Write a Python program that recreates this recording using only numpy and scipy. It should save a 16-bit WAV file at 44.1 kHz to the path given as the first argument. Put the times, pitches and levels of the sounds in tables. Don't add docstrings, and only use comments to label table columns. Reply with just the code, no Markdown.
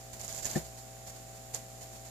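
import sys
import numpy as np
from scipy.fft import rfft, irfft, next_fast_len
from scipy.io import wavfile
from scipy.ndimage import map_coordinates

SR = 44100
rng = np.random.default_rng(int(sys.argv[2]) if len(sys.argv) > 2 else 0)


def master(y):
    cut = np.clip(np.atleast_2d(y).T, -1, 1)
    pcm = np.round(cut * 32767)
    wavfile.write(sys.argv[1], SR, pcm.astype(np.int16))


N = 92610
TOP_HZ = 14520
TICK_LEFT_DB = -35


def amp(db):
    return 10 ** (np.asarray(db) / 20)


def unit(x):
    return x / np.sqrt(np.mean(x ** 2) + 1e-20)


def filtered(x, response):
    size = next_fast_len(N + SR // 2)
    return irfft(rfft(x, size) * response(np.fft.rfftfreq(size, 1 / SR)), size)[..., :N]


def coloured(x, points):
    points_hz, db = np.transpose(points)
    log_hz = np.log(points_hz + 1)
    return filtered(x, lambda hz: amp(np.interp(np.log(hz + 1), log_hz, db)) * (hz < TOP_HZ))


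def wobble(rate_hz):
    knots = rng.standard_normal(int(N * rate_hz / SR) + 4)
    return map_coordinates(knots, [np.arange(N) * rate_hz / SR])


def since(start_s):
    return np.maximum(np.arange(N) / SR - start_s, 0)


def hum():
    # (mains multiple, left level [dB], right level [dB])
    harmonics = [(1, -64, -58.5), (2, -55, -54.5), (3, -79, -67.5), (4, -66.5, -70), (6, -78.5, -67.5),
                 (7, -64.5, -97.5), (8, -78, -67.5), (9, -64.5, -64.5), (10, -76.5, -66), (11, -55.5, -65),
                 (12, -66.5, -65), (13, -57.5, -62.5), (14, -83, -75)]
    mains_hz, scatter_rad = 60, 0.67
    mains_rad = 2 * np.pi * (mains_hz * since(0) + rng.random())
    out = np.zeros((2, N))
    for multiple, left_db, right_db in harmonics:
        phase_rad = multiple * mains_rad + scatter_rad * rng.standard_normal()
        out += amp([[left_db], [right_db]]) * np.sqrt(2) * np.sin(phase_rad)
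    return out


def room():
    # (frequency [Hz], relative density [dB])
    spectrum = [(20, -12), (70, -15), (130, -0.5), (240, 3), (330, -2), (480, -5), (720, -6), (1000, -10.5),
                (2000, -14.5), (4000, -27.5)]
    left_db, right_db, shared_power = -57.5, -63.5, 0.42
    common = np.sqrt(shared_power) * rng.standard_normal(N)
    separate = np.sqrt(1 - shared_power) * rng.standard_normal((2, N))
    return unit(coloured(common + separate, spectrum)) * amp([[left_db], [right_db]])


def hiss(level_db=-54.5):
    # (frequency [Hz], relative density [dB])
    spectrum = [(100, 0), (1000, 1.3), (2800, 0.31), (4400, 0.75), (7000, -0.71), (10000, -1.2),
                (14000, -1.3)]
    return amp(level_db) * unit(coloured(rng.standard_normal((2, N)), spectrum))


def right_port(x):
    # (frequency [Hz], gain [dB])
    response = [(100, 6.5), (1100, -5), (2100, -1.5), (2750, -5), (3400, -4), (5200, 2.5), (6200, 5),
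                (6750, 12.5), (7300, 13.5), (7800, 6), (9000, -0.5), (10500, -0.5), (13000, 0.5),
                (14500, -3)]
    return coloured(x, response)


def leg_effort():
    # (time [s], length [s], level [dB], right re left [dB])
    strokes = [(0.0, 0.013, -59, 3.5), (0.125, 0.021, -48, -0.5), (0.19, 0.03, -46.5, 0.5),
               (0.232, 0.028, -48, 1.5), (0.273, 0.066, -46.5, 0.5), (0.337, .062, -47.5, 3.5),
               (0.42, 0.024, -48.5, 6), (0.444, 0.026, -39.5, -0.5), (0.488, .048, -42, -1),
               (0.547, 0.034, -41, -1.5), (0.634, 0.03, -54, 1), (0.766, 0.026, -54, 1.5),
               (1.062, 0.036, -50.5, 0), (1.137, 0.041, -56, -0.5), (1.343, 0.03, -57.5, -1),
               (1.533, 0.022, -41, -0.5), (1.807, 0.022, -50.5, 0.5), (1.916, 0.046, -55.5, -0.5),
               (2.042, 0.026, -55.5, 2)]
    attack_s, t60_s = 0.01, 0.19
    power = np.zeros((2, N))
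    for start_s, length_s, db, right_db in strokes:
        swell = np.minimum(since(start_s) / attack_s, 1)
        decay = amp(db - 60 * since(start_s + length_s) / t60_s)
        power += (swell * decay * amp([[0], [right_db]])) ** 2
    return np.sqrt(power)


def brushing(effort, rough_db=1.5):
    # (frequency [Hz], relative density [dB])
    spectrum = [(40, 4), (150, 2.5), (400, 2.5), (720, 8.5), (1000, 0.5), (2000, 2.5), (3000, 1), (4700, 5),
                (8000, 1), (14000, 0)]
    rustle = unit(coloured(rng.standard_normal((2, N)), spectrum))
    return rustle * effort * amp(rough_db * wobble(rate_hz=120))


def snags(effort):
    rate_hz, gain_db, spread_db = 260, 14.5, 3.5
    catches = (rng.random(N) < rate_hz / SR) * rng.choice([-1, 1], N)
    strength = amp(gain_db + spread_db * rng.standard_normal(N))
    return catches * strength * effort * amp([[TICK_LEFT_DB], [0]])


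def flexing(effort, gain_db=-7):
    # (frequency [Hz], relative density [dB])
    spectrum = [(20, -25), (55, -2), (110, 1), (240, -9.5), (400, -11.5), (650, -1.5), (850, -6),
                (1300, -23)]
    return amp(gain_db) * effort[0] * unit(coloured(rng.standard_normal(N), spectrum))


def claws():
    # (time [s], level [dB], pitch [Hz])
    ticks = [(.1327, -30, 7200), (0.2136, -24, 6600), (.2468, -26, 7100), (.2799, -22.5, 6800),
             (.3270, -22, 6760), (0.348, -24, 7070), (.3785, -24, 6900), (.4468, -18, 6950),
             (.4552, -13, 6880), (0.46, -29, 6800), (0.5135, -19.5, 6500), (1.547, -13.5, 7000)]
    rise_s, tail_db, tail_t60_s = 0.00036, -7.5, 0.0088
    out = np.zeros(N)
    for start_s, db, hz in ticks:
        t = since(start_s)
        rises = t / rise_s
        snap = (rises * np.exp(1 - rises)) ** 2
        tail = (1 - np.exp(-rises)) * amp(tail_db - 60 * t / tail_t60_s)
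        out += amp(db) * np.hypot(snap, tail) * np.sin(2 * np.pi * hz * t)
    return out * amp([[TICK_LEFT_DB], [0]])


def knocks():
    # (time [s], level [dB])
    bumps = [(.4492, -41), (0.5547, -28.5)]
    pitch_hz, rise_s, t60_s, right_db = 1778, 0.0011, 0.052, -7
    out = np.zeros(N)
    for start_s, db in bumps:
        t = since(start_s)
        envelope = (1 - np.exp(-t / rise_s)) * amp(db - 60 * t / t60_s)
        out += envelope * np.sin(2 * np.pi * pitch_hz * t)
    return out * amp([[0], [right_db]])


def thump(start_s=0.5572):
    # (frequency [Hz], left level [dB], right level [dB], rise [s], t60 [s])
    modes = [(63, -45, -39, .012, 0.43), (155.3, -16.5, -24.5, .002, 0.1), (199, -16, -22.5, 0.0025, 0.068),
             (291.5, -22, -40, 0.0052, 0.072), (356.4, -24, -7, 0.0086, 0.052),
             (526.3, -34.5, -32, 0.0033, 0.11), (641, -29, -41, 0.006, 0.088),
             (757, -27.5, -28, 0.003, .07)]
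    # (frequency [Hz], relative density [dB])
    wash_spectrum = [(30, -26), (90, -16), (130, 6.5), (200, 0), (400, -6), (550, -7), (750, -10),
                     (1100, -23), (2000, -12), (4000, -45)]
    wash_db, wash_rise_s, wash_t60_s = -34.5, 0.0046, 0.2
    t = since(start_s)
    ring = np.zeros((2, N))
    for hz, left_db, right_db, rise_s, t60_s in modes:
        envelope = (1 - np.exp(-t / rise_s)) ** 2 * amp(-60 * t / t60_s)
        ring += amp([[left_db], [right_db]]) * envelope * np.sin(2 * np.pi * hz * t)
    wash = unit(coloured(rng.standard_normal((2, N)), wash_spectrum))
    wash_envelope = (1 - np.exp(-t / wash_rise_s)) * amp(wash_db - 60 * t / wash_t60_s)
    return ring + wash * wash_envelope


def scene():
    effort = leg_effort()
    left, right = hiss() + brushing(effort) + snags(effort)
    rustle = np.array([left, right_port(right)])
    return rustle + flexing(effort) + claws() + knocks() + thump() + hum() + room()


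def record(dry):
    return filtered(dry, lambda hz: hz < TOP_HZ)


dry = scene()
out = record(dry)
master(out)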